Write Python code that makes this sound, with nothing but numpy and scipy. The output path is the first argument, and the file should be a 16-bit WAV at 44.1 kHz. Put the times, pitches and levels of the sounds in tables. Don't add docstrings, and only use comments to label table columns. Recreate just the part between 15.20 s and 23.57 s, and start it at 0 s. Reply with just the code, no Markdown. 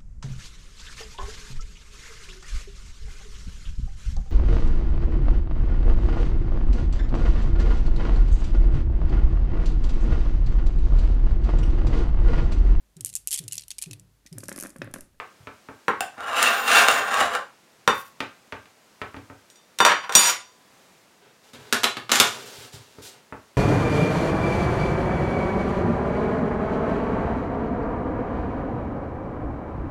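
import sys
import numpy as np
from scipy import signal
from scipy.fft import rfft, irfft
from scipy.io import wavfile
from scipy.ndimage import uniform_filter1d

SR = 44100
rng = np.random.default_rng(int(sys.argv[2]) if len(sys.argv) > 2 else 0)


def bounce(signal):
    frames = np.transpose(np.atleast_2d(signal))
    limited = np.clip(frames, -1, 1)
    pcm = np.round(limited * 32767).astype(np.int16)
    wavfile.write(sys.argv[1], SR, pcm)


N = 369103
TIME = np.arange(N) / SR
RING_TIME = TIME[:SR * 3 // 4]


def undb(db):
    return 10 ** (np.asarray(db) / 20)


def unit(x):
    return x / np.sqrt(np.mean(x ** 2))


def blow(x, db, length_s=.04):
    return x * undb(db) * np.sqrt(length_s * SR / np.sum(x ** 2))


def add(out, s, x):
    i = max(int(s * SR), 0)
    out[i:i + len(x)] += x[:len(out) - i]


def convolve(x, response):
    return signal.fftconvolve(x, response)[:len(x)]


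def on_log_axis(hz, points_hz, values):
    return np.interp(np.log(np.maximum(hz, 1)), np.log(points_hz), values)


def colour(points, size=2048):
    curve_db = on_log_axis(np.fft.rfftfreq(size, 1 / SR), *np.transpose(points))
    cepstrum = np.fft.irfft(np.log(undb(curve_db)))
    cepstrum[1:size // 2] *= 2
    cepstrum[size // 2 + 1:] = 0
    response = irfft(np.exp(rfft(cepstrum)))
    return response / np.linalg.norm(response)


def split(x, hz):
    return [signal.sosfilt(signal.butter(4, hz, kind, fs=SR, output="sos"), x + 1e-18)
            for kind in ("low", "high")]


def ring(modes, tilt_db=0):
    x = np.zeros(len(RING_TIME))
    for k, (hz, db, t60) in enumerate(modes):
        gain = (-1) ** k * undb(db + tilt_db * np.log2(hz))
        x += gain * np.sin(2 * np.pi * hz * RING_TIME) * np.exp(-np.log(1000) * RING_TIME / t60)
    return x / np.linalg.norm(x)


def contact(points, *rings):
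    x = sum(rings, np.zeros(len(RING_TIME)))
    add(x, 0, colour(points))
    return x


def burst(decay_s, rate=9000):
    n = len(RING_TIME)
    touches = (rng.random(n) < rate / SR) * rng.standard_normal(n) * np.exp(-RING_TIME / decay_s)
    touches[0] += 1
    spectrum = rfft(touches)
    smooth_power = uniform_filter1d(np.abs(spectrum) ** 2, size=150)
    flat = irfft(spectrum / np.sqrt(smooth_power + 1e-9), n)[:SR // 4]
    return flat / np.linalg.norm(flat)


def strike(touch, thump_db, knock_db, tick_db, thump_hz=380, tick_hz=3600):
    low, rest = split(touch, thump_hz)
    middle, high = split(rest, tick_hz)
    return blow(low, thump_db) + blow(middle, knock_db) + blow(high, tick_db)


def walk(rate):
    hold = int(SR / rate)
    steps = np.repeat(rng.standard_normal(N // hold + 1), hold)
    return unit(uniform_filter1d(steps, hold)[:N])


def friction(gains, touch, rate, spread_db, judder_db, split_hz, held=None, wander=.022):
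    slips = (rng.random(N) < rate / SR) * rng.choice([-1., 1.], N)
    slips *= undb(spread_db * np.minimum(rng.exponential(size=N), 4))
    slips *= undb(judder_db * walk(90))
    grains = convolve(slips, touch)
    if held is not None:
        position = np.cumsum(1 + wander * walk(14))
        grains += np.interp(position, np.arange(N), convolve(slips, held))
    return sum(unit(part) * gain for part, gain in zip(split(grains, split_hz), gains))


def stroke(s, length_s, attack_s, release_s):
    attack = np.clip((TIME - s) / attack_s, 0, 1)
    return attack * np.exp(-np.maximum(TIME - s - length_s, 0) / release_s)


def strokes(rows, attack_s, release_s):
    return sum(undb(levels)[:, None] * stroke(s, length_s, attack_s, release_s)
               for s, length_s, *levels in rows)


# frequency in Hz, gain in dB.
ROOM_TONE_EQ = [(15, -63), (25, -31), (200, -6), (291, -10.5), (342, -8.5), (382, -8.5), (1180, -12),
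                (1870, -14.5), (2590, -15.5), (3050, -17.5), (6660, -20), (15800, -31)]


def room_tone(level_db=-57.5, drift_db=0.57):
    bed = unit(convolve(rng.standard_normal(N), colour(ROOM_TONE_EQ)))
    return bed * undb(level_db + drift_db * walk(2.4))


# frequency in Hz, relative wet level in dB, t60 in seconds.
REVERB_BANDS = [(60, -9.5, 0.14), (120, 5, 0.41), (166, -9.5, 0.18), (220, 4, 0.26), (320.6, 3, 0.26),
                (991, 3.5, 0.29), (2930, -2, 0.31), (7000, -3.5, 0.3), (15000, -5.5, 0.18)]


def room(x, send_db=0, build_s=.0025, size=768):
    hz, s, noise = signal.stft(rng.standard_normal(len(RING_TIME)), SR, nperseg=size)
    points_hz, *columns = np.transpose(REVERB_BANDS)
    wet_db, t60 = (on_log_axis(hz, points_hz, c)[:, None] for c in columns)
    fade = np.log(1000) / t60
    decaying = noise * undb(wet_db) * np.sqrt(2 * fade / SR) * np.exp(-fade * s)
    tail = signal.istft(decaying, SR, nperseg=size)[1][:len(RING_TIME)]
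    return x + undb(send_db) * convolve(x, tail * (1 - np.exp(-RING_TIME / build_s)))


# frequency in Hz, relative level in dB, t60 in seconds.
TABLE_MODES = [(232, -4, 0.11), (430, -13, 0.13), (705, 0.5, 0.19), (950, -4.5, 0.3), (1065, 4, 0.17),
               (1103, 0.5, 0.33), (1217, -10.5, 0.16), (1358, -2, 0.3), (1424, -0.5, 0.22),
               (1577, 1.5, 0.34), (1867, -18.5, 0.22), (2192, -5, 0.1494)]


def table_top():
    return ring(TABLE_MODES)


# start in seconds, length in seconds, low rub in dB, high hiss in dB.
SLIDES = [(6.01, 0.078, -53, -75), (6.225, 0.065, -53.5, -55), (6.332, 0.018, -41, -47),
          (6.39, .12, -47.5, -52.5), (7.12, 0.11, -39, -40.5), (7.25, 0.21, -44, -41),
          (7.52, 0.03, -42.5, -39.5), (7.6, 0.28, -55.5, -54.5), (7.815, 0.066, -52, -39),
          (7.92, 0.054, -52, -68)]
OFFCUT_SWEEPS = [(2.73, 0.075, -46, -39), (2.845, 0.02, -52, -48)]
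# frequency in Hz, gain in dB.
SLIDE_EQ = [(24, -39), (40, -54), (129, -4.5), (377, -3.5), (417, 0), (653, -4.5), (973, -6), (1350, -4.5),
            (1450, -5.5), (7520, -13.5), (15500, -23.5)]
SWEEP_EQ = [(300, -32), (3000, -4), (8500, -8), (11000, -4), (14000, 0), (16000, -6)]


def leather():
    brush = friction(strokes(SLIDES, attack_s=0.013, release_s=0.031), colour(SLIDE_EQ),
                     rate=9000, spread_db=3.0, judder_db=0.1, split_hz=3720)
    swish = friction(strokes(OFFCUT_SWEEPS, attack_s=0.016, release_s=.015), colour(SWEEP_EQ),
                     rate=6000, spread_db=4.0, judder_db=4.0, split_hz=7900)
    return undb(-3.0) * brush + swish


# start in seconds, then thump, knock and tick in dB.
KNOCKS = [(0.0, -55, -35, -47.5), (.271, -46.5, -40, -50.5), (.487, -44, -42, -65),
          (3.004, -36.5, -32.5, -31.5), (3.323, -41.5, -36, -43), (3.456, -69, -62, -57),
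          (3.816, -39, -33.5, -41.5), (3.943, -43.5, -42.5, -62), (3.965, -40.5, -53, -51),
          (4.099, -45, -46.5, -82), (7.784, -43, -53, -76), (8.124, -39, -38, -74)]
# frequency in Hz, gain in dB.
KNOCK_EQ = [(30, -15), (96, 3), (160, -9), (230, -1.5), (330, -7), (430, 0), (550, -0.5), (950, 4.5),
            (1300, 6.5), (1700, 2), (2400, -1.5), (3300, -16.5), (5500, -32), (15500, -51)]
# start in seconds, level in dB.
PALM_PATS = [(0.203, -48.5), (6.385, -49), (7.381, -47), (7.538, -40.5)]


def knocks(table, contact_s=0.0035, pat_hz=118, pat_s=0.005):
    out = np.zeros(N)
    touch = contact(KNOCK_EQ, undb(-14.0) * table)
    for s, *levels in KNOCKS:
        add(out, s, strike(convolve(touch, burst(contact_s)), *levels))
    pat = np.sin(2 * np.pi * pat_hz * RING_TIME) * RING_TIME * np.exp(-RING_TIME / pat_s)
    for s, db in PALM_PATS:
        add(out, s, blow(pat, db))
    return out


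# frequency in Hz, relative level in dB, t60 in seconds.
RULER_MODES = [(1010, -4.5, 1.1), (2575, -4.5, 0.36), (2924, -10, .3), (3586, -1, 0.46), (4680, -7, 0.59),
               (5788, 0.5, 0.41), (6900, -3.5, .42), (8380, -0.5, 0.3), (9050, -5, .36), (9350, -11, 0.4),
               (10900, -9, .28), (11030, -9.5, .26), (12440, -11, .3), (13100, -7.5, .29),
               (14070, -14, 0.26), (15100, -11.5, .25)]
# start in seconds, then thump, knock, tick and ring in dB,
# centre of the ring in Hz, multiplier on the free ring time.
RULER_HITS = [(0.6817, -30.5, -19.5, -47, -34.5, 1100, 0.26), (2.6766, -27, -15, -28, -25.5, 2880, 0.54),
              (4.301, -69, -73, -53, -56.5, 7360, 0.99), (4.357, -71, -74, -61.5, -55, 5000, .9),
              (4.587, -52, -43.5, -28.5, -39.5, 3980, .5), (4.603, -29.5, -14.5, -30.5, -20, 3560, 0.69),
              (4.650, -41, -15.5, -19.5, -20, 4120, 0.74), (4.663, -44, -15, -25.5, -34, 5480, .6),
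              (4.894, -50, -28.5, -45, -42.5, 4000, .5), (4.923, -58.5, -35, -33.5, -44, 6500, 0.55),
              (4.952, -28.5, -24, -11.5, -7, 6400, 1.05), (4.992, -61.5, -28.5, -28.5, -17.5, 6980, .6)]


def ruler_ringing(focus_db_per_octave=11, deepest_cut_db=18, pair_hz=14, twin_db=-14):
    out = np.zeros(N)
    for s, _, _, _, ring_db, centre_hz, sustain in RULER_HITS:
        modes = []
        for hz, db, t60 in RULER_MODES:
            cut_db = min(focus_db_per_octave * abs(np.log2(hz / centre_hz)), deepest_cut_db)
            modes.append((hz, db - cut_db, t60 * sustain))
        twins = [(hz + pair_hz * rng.uniform(-2.2, 3.4), db + twin_db, t60) for hz, db, t60 in modes]
        add(out, s, blow(ring(modes + twins), ring_db))
    return out


# start in seconds, length in seconds, rasp in dB, hiss in dB.
SCRAPES = [(4.675, 0.045, -16, -38), (4.818, 0.03, -32.5, -58), (4.92, 0.081, -30, -33.5),
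           (4.995, .11, -22, -19.5)]
# frequency in Hz, gain in dB.
SLAP_EQ = [(24, -57), (40, -25), (333, -12.5), (535, -4), (1080, 1.5), (1190, 2), (1560, 1.5),
           (3390, -15.5), (3650, -12.5), (4920, -26), (5860, -15), (6320, -25), (7160, -20), (8310, -24),
           (15500, -36)]
SCRAPE_EQ = [(40, -21.5), (150, -9.5), (500, -7), (1100, 6), (2400, 4.5), (4500, -8.5), (9000, -21.5),
             (16000, -37)]


def ruler_handled(table, contact_s=0.0027):
    out = np.zeros(N)
    slap = contact(SLAP_EQ, undb(-9.5) * table)
    for s, thump_db, knock_db, tick_db, *_ in RULER_HITS:
        add(out, s, strike(convolve(slap, burst(contact_s)), thump_db, knock_db, tick_db))
    edge = contact(SCRAPE_EQ, undb(-15.5) * ring(RULER_MODES, tilt_db=0.5), undb(-13.0) * table)
    return out + friction(strokes(SCRAPES, attack_s=.02, release_s=0.01), edge,
                          rate=3000, spread_db=4.0, judder_db=0.0, split_hz=5340)


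# start in seconds, then thump, knock and tick in dB,
# chatter decay in seconds, snap pitch in Hz.
LANDINGS = [(6.334, -47, -52, -51, 0.03, 3740), (6.526, -32, -19, -21.5, 0.015, 1670),
            (6.634, -40, -24.5, -27, 0.014, 1360), (6.642, -39, -18.5, -23, 0.0058, 4000),
            (6.769, -39, -31.5, -43.5, 0.017, 4680), (6.894, -40.5, -26.5, -39.5, 0.05, 1450),
            (6.917, -32.5, -15.5, -15, 0.064, 7160), (7, -30, -17, -12.5, 0.0043, 3600),
            (7.01, -53, -18.5, -40, 0.026, 1450)]
# frequency in Hz, gain in dB.
LANDING_EQ = [(24, -57), (40, -53), (114, -4), (183, -14.5), (218, -2), (317, -14), (397, -1.5), (438, -13),
              (1520, -0.5), (1910, -4), (7160, -8), (14000, -16.5), (15500, -33)]


def ruler_dropped(table, landing_s=0.0049, chatter_db=-3.0, snap_db=-10, snap_t60_s=.008):
    out = np.zeros(N)
    steel = undb(-27) * ring(RULER_MODES[4:], tilt_db=-4.0)
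    for s, *levels, chatter_s, snap_hz in LANDINGS:
        snap = undb(snap_db) * ring([(snap_hz, 0, snap_t60_s)])
        touch = contact(LANDING_EQ, undb(-28.0) * table, steel, snap)
        landing = np.exp(-chatter_s / 0.055) * burst(landing_s)
        chatter = undb(chatter_db) * burst(chatter_s, rate=900)
        add(out, s, strike(convolve(touch, landing + chatter), *levels))
    return out


# time in seconds, pressure as a level in dB.
CUT_PRESSURE = [(0.92, -49), (0.968, -46), (0.986, -34), (1.25, -17.5), (1.418, -27), (1.534, -15),
                (1.636, -16.5), (1.674, -21.5), (1.684, -17), (1.852, -27), (2.002, -17.5), (2.114, -29),
                (2.156, -20), (2.175, -33.5)]


def cutting_gains(full_db=-16.5, fade_s=0.0072, hiss_growth=1.6, buzz_growth=2.26, sag_db_per_s=29):
    s, db = np.transpose(CUT_PRESSURE)
    pressure = undb(np.interp(TIME, s, db) - full_db) * stroke(s[0], s[-1] - s[0], fade_s, fade_s)
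    lean_s, length_s, release_s = 1.125, 0.62, 0.086
    lean = stroke(lean_s, length_s, attack_s=0.035, release_s=release_s)
    rasp = undb(full_db - 1.5) * pressure
    hiss = undb(-22 + 4.5 * lean) * pressure ** hiss_growth
    sag_db = sag_db_per_s * np.maximum(TIME - lean_s, 0)
    buzz = undb(-11.5 - sag_db) * lean * pressure ** buzz_growth
    sizzle = undb(-39.5) * stroke(lean_s, length_s, attack_s=0.173, release_s=release_s)
    return (rasp, hiss), (buzz, sizzle)


# frequency in Hz, relative level in dB, t60 in seconds.
BLADE_MODES = [(801, 2, 0.033), (1110, 0, 0.047), (1510, 2.5, 0.022), (2775, -2, 0.048), (3680, -2, 0.02),
               (6996, -3.5, 0.024), (8720, -7, 0.017), (9320, -4, 0.014), (11120, -7, 0.0067),
               (14100, 0, .003)]
SINGING_MODES = [(2743, 3, 0.025), (14100, 4, .003), (15200, 0.0085, 0.0035)]
TIP_MODES = [(761, 1.5, 0.041), (1516, -2.5, 0.037), (2645, -2.5, 0.027)]
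# frequency in Hz, gain in dB.
TEAR_EQ = [(30, -46), (70, -19), (130, -25), (240, -9.5), (320, -13), (570, 0), (850, -3.5), (1100, 6.5),
           (1450, 1), (2300, -7), (2900, -8), (5200, -15), (8700, -19), (15500, -37.5)]
# start in seconds, level in dB, tilt in dB per octave.
CATCHES = [(.807, -28.5, 6.5), (.98, -41, -5.5), (1.006, -37, -1.5), (1.228, -17, 4), (1.6849, -14.5, 1),
           (1.715, -29, 5), (1.942, -24.5, 1.5), (2.013, -21.5, -5.5), (2.151, -26, -0.5), (2.195, -43, -5)]


def knife(table, tip_down_s=.8075, catch_s=0.00059):
    blade = undb(-3.5) * ring(BLADE_MODES)
    tearing, singing = cutting_gains()
    fibre = contact(TEAR_EQ, undb(-4.5) * table)
    out = friction(tearing, fibre, rate=1700, spread_db=2.5, judder_db=1.5, split_hz=2160, held=blade)
    out += friction(singing, ring(SINGING_MODES), rate=4100, spread_db=3.5, judder_db=-1.5, split_hz=7700)
    add(out, tip_down_s, blow(ring(TIP_MODES), db=-25))
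    for s, db, tilt_db in CATCHES:
        tilted_eq = [(hz, level + tilt_db * np.log2(hz)) for hz, level in TEAR_EQ]
        click = contact(tilted_eq, undb(-3) * ring(BLADE_MODES, tilt_db))
        add(out, s, blow(convolve(click, burst(catch_s)), db))
    return split(out, hz=69)[1]


def scene(carried_s=5.1, carried_db_per_s=120):
    table = table_top()
    sources = [knocks(table), knife(table), ruler_handled(table), ruler_dropped(table), leather()]
    work = undb(-5.0) * split(sum(room(x) for x in sources), hz=42)[1]
    carried_db = np.clip(carried_db_per_s * (carried_s - TIME), -6, 0)
    steel = room(ruler_ringing() * undb(carried_db - 2.0), send_db=-5)
    return (work + steel + room_tone())[None]


def record(dry, top_hz=16000):
    low_pass = signal.ellip(10, .2, 70, top_hz, fs=SR, output="sos")
    return signal.sosfilt(low_pass, np.clip(dry, -1, 1))


dry = scene()
out = record(dry)
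bounce(out)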